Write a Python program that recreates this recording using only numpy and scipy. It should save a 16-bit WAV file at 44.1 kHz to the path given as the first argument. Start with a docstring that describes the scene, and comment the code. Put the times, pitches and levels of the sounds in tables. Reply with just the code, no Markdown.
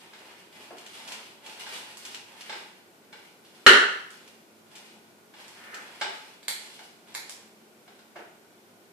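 """A homemade prosthetic arm is lifted and strapped on in a bare, quiet dining room.
From the start, straps and sleeve rustle and cables tap the plastic socket. Soon the arm bumps softly on
the body, straps snag and cable ends tick. At 3.7 s its hard parts slam together, overloading the
microphones, and ringing tones linger. Near 5.5 s the harness is pulled tight; from 6.4 s a buckle clicks
and the hollow cuff is nudged. Two last soft bumps follow just after 8 s."""
import sys
import numpy as np
from scipy import signal
from scipy.fft import rfft, irfft
from scipy.io import wavfile

SR = 44100
rng = np.random.default_rng(int(sys.argv[2]) if len(sys.argv) > 2 else 0)


def master_out(mix):
    """Clip the mix to full scale and print it as 16-bit PCM to the path in sys.argv[1]."""
    frames = np.transpose(np.atleast_2d(mix))
    ceiling = np.clip(frames, -1, 1)
    pcm = np.round(ceiling * 32767).astype(np.int16)
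    wavfile.write(sys.argv[1], SR, pcm)


N = 393768


def gain_of(db):
    """Turns decibels into a number to multiply a sound by."""
    return 10 ** (np.asarray(db) / 20)


def evened(x):
    """Scales a signal so that its average strength (rms) is 1."""
    return x / np.sqrt(np.mean(x ** 2) + 1e-20)


def look_up(points, hz):
    """Reads between the rows of a table, spacing frequencies by octaves."""
    f, value = np.transpose(points)
    return np.interp(np.log(hz + 1), np.log(f + 1), value)


def bins(size):
    """The frequencies in the spectrum of a sound this many samples long."""
    return np.fft.rfftfreq(size, 1 / SR)


def add(mix, start_s, sound):
    """Mixes a sound in at the given time."""
    part = mix[round(start_s * SR):][:len(sound)]
    part += sound[:len(part)]


def coloured(x, colour):
    """Gives a sound a tone colour (its balance of low and high), at strength 1."""
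    return evened(irfft(rfft(x) * gain_of(look_up(colour, bins(N))), N))


def drift(per_s):
    """Smooth random wandering, at strength 1."""
    return evened(irfft(rfft(rng.standard_normal(N)) * np.exp(-(bins(N) / per_s) ** 2), N))


def resonances(modes, hz):
    """How strongly an object answers at each frequency, given the notes it briefly rings at."""
    return np.sqrt(sum(gain_of(2 * db) / (1 + ((hz ** 2 - f ** 2) / (width * hz + 1e-6)) ** 2)
                       for f, width, db in modes))


def sharpest_click(gain):
    """The most sudden click that has this gain at each frequency."""
    log_gain = np.log(np.maximum(gain, 1e-5))
    mirrored = np.concatenate([log_gain, log_gain[-2:0:-1]])
    return np.fft.ifft(np.exp(np.conj(signal.hilbert(mirrored)))).real[:len(gain)]


BLOW_HZ = bins(4096)
def blows(rows, body_gain, chatter_db):
    """Each blow is a push, then a brief chatter of the touching faces; a low cutoff makes it dull."""
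    out, t = np.zeros(N), np.arange(len(BLOW_HZ)) / SR
    for start_s, db, cutoff_hz, chatter_s in rows:
        force = rng.standard_normal(len(t)) * np.sqrt(t) * np.exp(-t / chatter_s)
        force *= gain_of(chatter_db) / np.linalg.norm(force)
        force[0] = 1  # the push
        # dividing by this lets chatter lengthen the blow while hardly colouring it
        ripple = evened(abs(rfft(force, 2 * (len(t) - 1)))) + 0.75
        response = sharpest_click(body_gain / ripple / (1 + (BLOW_HZ / cutoff_hz) ** 2))
        add(out, start_s, gain_of(db) * evened(signal.fftconvolve(force, response)[:len(t)]))
    return out


# how alike left and right are: f/Hz, likeness (1 = the same, 0 = unrelated)
LIKENESS = [(60, 0.52), (130, 0.58), (290, 0.82), (640, 0.63), (1300, -0.096), (3000, -0.045),
            (15000, 0.11)]
def paired(x):
    """Makes two unrelated signals alike in the bass, as two close microphones hear them."""
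    size = x.shape[1]
    left, other = rfft(x)
    same = np.clip(look_up(LIKENESS, bins(size)), -1, 1)
    right = same * left + np.sqrt(1 - same ** 2) * other
    return irfft(np.array([left, right]), size)


# tone colour of the room's still air: f/Hz, level/dB
AIR_COLOUR = [(15, -69.5), (25, -49), (194, -4.5), (297, -6.5), (368, -2.5), (420, -4), (493, -8),
              (735, -9.5), (818, -10.5), (1320, -15.5), (1470, -9.5), (1680, -18.5), (2370, -16),
              (2640, -19.5), (14500, -26)]
# faint, wavering low tones in the background: f/Hz, level/dB
LOW_TONES = [(104, -79), (220.7, -67), (332, -73.5)]
def room_air():
    """Steady room noise with faint, wavering low tones."""
    t, tones = np.arange(N) / SR, np.zeros(N)
    for f, db in LOW_TONES:
        tone = np.sin(2 * np.pi * f * t + 0.66 * drift(per_s=3.3))
        tones += gain_of(db) * tone * (1 + 0.4 * drift(per_s=4.6))
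    hiss = coloured(paired(rng.standard_normal((2, N))), AIR_COLOUR)
    return gain_of(-56.5) * hiss + tones


def stroke(start_s, length_s, rise_s, fade_s, arch_db=2):
    """Strength of one sliding movement: it gathers speed, is fastest midway and dies away."""
    t = np.arange(N) / SR - start_s
    arch = gain_of(arch_db * (np.sin(np.pi * np.clip(t / length_s, 0, 1)) - 1))
    return np.clip(t / rise_s, 0, 1) * arch * np.exp(-np.maximum(t - length_s, 0) / fade_s)


# arm movements that slide the cloth: t/s, length/s, level/dB, scrape compared with swish/dB
ARM_MOVES = [(-.1, 0.12, -46.5, -5.5), (.08, 0.33, -53.5, -6.5), (0.459, 0.41, -51, -4),
             (0.844, 0.26, -48, -1), (1.04, .15, -44.5, -4.5), (1.381, 0.46, -45.5, -3),
             (1.929, 0.18, -48, -1.5), (2.246, 0.36, -47.5, -6), (3.088, .15, -56.5, -6),
             (3.38, .89, -57, -1.5), (4.64, 0.25, -55.5, -2), (5.301, 1, -52.5, -5), (6.504, 0.31, -58, 3),
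             (7.0, 0.4, -58.5, -5), (7.841, .16, -65, -3.5)]
def sliding():
    """How strongly the cloth swishes and scrapes over time; the strongest movement leads."""
    swish, scrape = gain_of(-71), gain_of(-77)  # the cloth stirs a little even at rest
    for start_s, length_s, db, scrape_db in ARM_MOVES:
        speed = gain_of(db) * stroke(start_s, length_s, rise_s=0.09, fade_s=0.1)
        swish = np.maximum(swish, speed)
        scrape = np.maximum(scrape, gain_of(scrape_db) * speed)
    return swish, scrape


# tone colours of swishing cloth and of the straps' fine rasp: f/Hz, level/dB
SWISH_COLOUR = [(50, -43.5), (110, -22), (250, -4.5), (500, -4.5), (760, -1.5), (930, 2), (1150, -4),
                (2000, -0.5), (2550, -1), (2880, -3), (3300, -3.5), (3900, -10), (6000, -20), (14000, -28)]
SCRAPE_COLOUR = [(1500, -25), (3000, -8.5), (4300, 0), (6000, -9), (8500, -10.5), (11000, -9.5),
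                 (15000, -20.5)]
# notes a strap rings at: f/Hz, width/Hz, level/dB
STRAP_NOTES = [(852, 85, 0), (1540, 340, -7), (2380, 320, 0.5), (2860, 260, 3.5), (3440, 260, -0.5),
               (4970, 3100, -2), (8150, 4100, -3.5)]
def cloth_rustle(snags_per_s=300, snag_spread_db=7.5, snag_share=0.64):
    """Cloth swishes as it slides; the weave catches and lets go in tiny snags that ring the straps."""
    swishing, scraping = sliding()
    snags = (rng.random(N) < snags_per_s / SR) * rng.choice([-1, 1], N)
    snags = evened(snags * gain_of(snag_spread_db * np.minimum(rng.exponential(1, N), 3)))
    swish = gain_of(-3) * coloured(rng.standard_normal(N) + snag_share * snags, SWISH_COLOUR)
    scrape = gain_of(-6.5) * coloured(rng.standard_normal(N) + 2 * snag_share * snags, SCRAPE_COLOUR)
    ring = gain_of(-6) * evened(irfft(rfft(snags) * resonances(STRAP_NOTES, bins(N)) ** 2, N))
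    uneven_grip = gain_of(2 * drift(per_s=9.5))
    return uneven_grip * (swishing * swish + scraping * (scrape + ring))


# taps on the socket: t/s, level/dB, cutoff/Hz, chatter/s
TAPS = [(.133, -50.5, 5000, .004), (.310, -58, 7000, 0.0018), (1.665, -44, 4073, 0.0032),
        (2.495, -37.5, 4500, 0.0045), (2.526, -41, 4920, 0.0035), (3.127, -47, 4020, 0.0032),
        (5.338, -53, 3970, .004), (6.0122, -29, 4530, 0.0057), (6.031, -44, 3550, 0.012),
        (6.056, -41.5, 1800, 0.0053), (6.7916, -49.5, 5980, 0.0015), (7.8776, -55.5, 4526, 0.0029),
        (7.9908, -58.5, 5000, 0.0019)]
# notes the socket rings at: f/Hz, width/Hz, level/dB
SOCKET_NOTES = [(407, 65, -12.5), (640, 130, -11), (863, 62, -1), (1280, 90, -10), (1570, 270, -5),
                (2158, 300, -4.5), (2920, 160, -5.5), (3560, 400, -6), (4030, 500, -7.5), (5130, 630, -7),
                (7660, 1100, -10)]
def socket_taps():
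    """Cables and fittings tap the plastic socket, which rings briefly."""
    return blows(TAPS, resonances(SOCKET_NOTES, BLOW_HZ), chatter_db=9)


# bumps on the body: t/s, level/dB, cutoff/Hz, chatter/s
BUMPS = [(.706, -45, 730, 0.0051), (2.545, -54, 700, .008), (8.157, -43, 3500, 0.008),
         (8.188, -48.5, 3000, 0.0062)]
# tone colour of a bump: f/Hz, level/dB
BUMP_COLOUR = [(40, -60), (100, -24), (200, -17), (340, 5), (490, -2.5), (700, 4.5), (1100, -4),
               (1400, -0.5), (2200, -1.5), (4000, -10), (10000, -11.5)]
def body_bumps():
    """The device knocks against arm and hip; the soft contact sounds dull."""
    return blows(BUMPS, gain_of(look_up(BUMP_COLOUR, BLOW_HZ)), chatter_db=14)


# single, larger snags: t/s, level/dB, cutoff/Hz, chatter/s
CATCHES = [(.782, -50.5, 9000, 0.0023), (.863, -48.5, 7000, 0.0017), (1.075, -45.5, 8000, 0.005),
           (1.118, -42, 6000, 0.0043), (1.461, -48, 6370, 0.004), (1.608, -46, 4970, 0.0035),
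           (2.0505, -42, 10100, 0.0066), (2.1455, -41, 5500, 0.0015), (2.4075, -45.5, 6800, 0.0038),
           (4.2758, -55.5, 7000, 0.0026), (4.7522, -48.5, 8120, 0.0087), (5.742, -44, 8250, 0.004)]
def strap_catches():
    """A strap snags and slips free, ringing at the same notes as in the rustle."""
    return blows(CATCHES, resonances(STRAP_NOTES, BLOW_HZ), chatter_db=22)


# ticks of the cable ends: t/s, level/dB, cutoff/Hz, chatter/s
TICKS = [(1.9715, -47.5, 19900, 0.0024), (4.105, -54, 14000, 0.0067), (5.481, -53.5, 9980, 0.0024),
         (7.143, -49, 9000, 0.005), (7.2954, -42, 16000, 0.00042)]
# notes a cable rings at: f/Hz, width/Hz, level/dB
CABLE_NOTES = [(1370, 2200, -0.5), (3300, 1100, 1), (4970, 1800, 2), (5560, 2000, 3), (7440, 1000, 7.5),
               (9300, 1300, 5.5), (12500, 2000, -1)]
def cable_ticks():
    """Thin cable ends strike with a light, bright tick."""
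    return blows(TICKS, resonances(CABLE_NOTES, BLOW_HZ), chatter_db=-5)


# the slam and its rebounds: t/s, level/dB, cutoff/Hz, chatter/s
SLAM_HITS = [(3.6645, -6.5, 7025, 0.0015), (3.673, -20, 14000, 0.0017), (3.7300, -18, 3500, 0.0053),
             (3.7695, -23.5, 2500, 0.0024)]
# tone colour of the slam: f/Hz, level/dB
SLAM_COLOUR = [(40, -55.5), (150, -35), (240, -20), (330, -20), (388, -8), (460, -16), (700, -18.5),
               (1150, -12.5), (1450, -1), (1760, -2.5), (2050, -8), (2450, -19), (2900, -6), (3500, -19),
               (4050, -10.5), (4700, -19), (9000, -22), (13000, -30.5)]
def slam():
    """The arm's hard parts hit each other and bounce three times."""
    return blows(SLAM_HITS, gain_of(look_up(SLAM_COLOUR, BLOW_HZ)), chatter_db=6)


# ringing tones that linger after the slam: f/Hz, level/dB, time to fade by 60 dB/s
SLAM_RING_NOTES = [(392, -17.5, 0.36), (642, -30.5, 0.36), (1310, -26.5, 0.32), (1527, -21, 0.53),
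                   (1630, -27, 0.52), (1709, -24, .55), (1826, -31, 0.56), (2077, -26, 0.56),
                   (2790, -30.5, 0.34), (2904, -26, 0.52), (3250, -25.5, 0.46)]
def slam_ring(rise_s=0.0053):
    """Ringing tones linger after the slam, each fading at its own pace."""
    out, t = np.zeros(N), np.arange(SR) / SR
    ring = sum(gain_of(db - 60 * t / fade_s) * np.sin(2 * np.pi * (f * t + rng.random()))
               for f, db, fade_s in SLAM_RING_NOTES)
    add(out, SLAM_HITS[0][0], ring * (1 - np.exp(-t / rise_s)))
    return out


# the harness is drawn over the shoulder, then tugged tight: t/s, length/s, level/dB, rise/s
PULLS = [(5.518, 0.26, -48.5, .11), (5.719, 0.016, -42, 0.0088)]
# tone colour of the pull: f/Hz, level/dB
PULL_COLOUR = [(60, -44), (300, -9), (900, -6), (1250, -2), (1600, 3), (2150, -1), (2950, -13), (3600, -28),
               (9000, -26)]
def harness_pull():
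    """A woven strap slides over the shirt in a swelling stroke that ends in a tug."""
    speed = sum(gain_of(db) * stroke(start_s, length_s, rise_s, fade_s=0.035)
                for start_s, length_s, db, rise_s in PULLS)
    return speed * coloured(rng.standard_normal(N), PULL_COLOUR)


# clicks of the buckle: t/s, level/dB, cutoff/Hz, chatter/s
CLICKS = [(6.4294, -54, 6100, 0.0023), (6.4820, -29, 10900, 0.0006), (7.1498, -35, 7630, 0.00026)]
# notes the buckle rings at: f/Hz, width/Hz, level/dB
BUCKLE_NOTES = [(480, 480, -17), (897, 106, -3.5), (1410, 240, -10), (1785, 230, -1.5), (2124, 110, 3),
                (2330, 130, 0), (3500, 440, -0.5), (4050, 220, 4), (4590, 290, 3.5), (5370, 450, -7),
                (7300, 470, 3), (8450, 1100, -2.5), (11400, 1900, -0.5), (13700, 1200, -4)]
def buckle_clicks():
    """Short, sharp contacts make the buckle click."""
    return blows(CLICKS, resonances(BUCKLE_NOTES, BLOW_HZ), chatter_db=0.5)


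# nudges to the cuff: t/s, level/dB, cutoff/Hz, chatter/s
NUDGES = [(6.812, -56.5, 2000, 0.0024), (7.880, -60, 2000, 0.0033)]
# notes the cuff rings at: f/Hz, width/Hz, level/dB
CUFF_NOTES = [(758, 29, 11), (1500, 130, -14), (2200, 67, -16)]
def cuff_nudges():
    """The hollow cuff is nudged and answers mostly with one note."""
    return blows(NUDGES, resonances(CUFF_NOTES, BLOW_HZ), chatter_db=0)


# how long the room rings: f/Hz, time to fade by 60 dB/s
ROOM_FADE = [(120, .4), (400, 0.55), (1000, 0.6), (2800, 0.6), (5500, 0.54), (9000, .48), (14000, 0.29)]
# echoes off table and walls, compared with the direct sound: t/s, level/dB
ECHOES = [(.0016, 1), (.0052, -9), (.0074, -8), (.0112, -5.5), (.0205, -9), (.0285, -6.5)]
def room(x, direct_db, build_s):
    """The direct sound, a few early echoes, and a blurred tail whose treble dies first."""
    f, t, tail = signal.stft(rng.choice([-1., 1.], (2, SR)), SR, nperseg=256)
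    tail *= gain_of(-60 * t / look_up(ROOM_FADE, f)[:, None]) * (1 - np.exp(-t / build_s))
    response = paired(signal.istft(tail, SR, nperseg=256)[1])
    response /= np.linalg.norm(response, axis=1, keepdims=True)
    response[[0, 1], [2, 0]] += gain_of(direct_db)  # reaches the left side two samples later
    for delay_s, db in ECHOES:
        arrivals = np.round((delay_s + rng.uniform(0, 0.0004, 2)) * SR).astype(int)  # left, right
        response[[0, 1], arrivals] += gain_of(direct_db + db)
    return signal.fftconvolve(x[None], response / np.linalg.norm(response[0]), axes=1)[:, :N]


def moving_in_room(x, direct_db, paths=3):
    """The wearer sways, so the paths through the room keep changing."""
    sway = np.pi * 2.5 * np.arange(N) / SR
    shares = (np.sqrt(2 / paths) * np.cos(sway + np.pi * k / paths) for k in range(paths))
    return sum(room(x * share, direct_db, build_s=0.0013) for share in shares)


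def panned(x, right_db):
    """Makes the right side this many dB louder than the left."""
    return x * gain_of([[-right_db / 2], [right_db / 2]])


def scene():
    """All the handling of the arm, heard in the room."""
    mix = room_air()
    mix += moving_in_room(cloth_rustle() + harness_pull(), direct_db=-12)
    mix += room(socket_taps() + body_bumps() + cuff_nudges(), direct_db=-7.5, build_s=0.0027)
    mix += room(strap_catches(), direct_db=-4, build_s=0.0011)
    mix += panned(room(cable_ticks() + buckle_clicks(), direct_db=-7, build_s=0.0035), right_db=2)
    mix += room(slam(), direct_db=-9.5, build_s=0.0015) + slam_ring()
    return mix


def record(dry, lopsided=0.1, top_hz=14800):
    """Overloaded microphones flatten peaks unevenly, adding a low thump; the highest treble is cut."""
    clipped = np.clip(dry, -1, 1)
    rumble_cut = signal.butter(1, 20, "high", fs=SR, output="sos")
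    bent = signal.sosfilt(rumble_cut, clipped - lopsided * clipped ** 2)
    treble_cut = signal.firwin(511, top_hz, window=("kaiser", 9), fs=SR)
    return signal.oaconvolve(bent, treble_cut[None], "same")


dry = scene()
out = record(dry)
master_out(out)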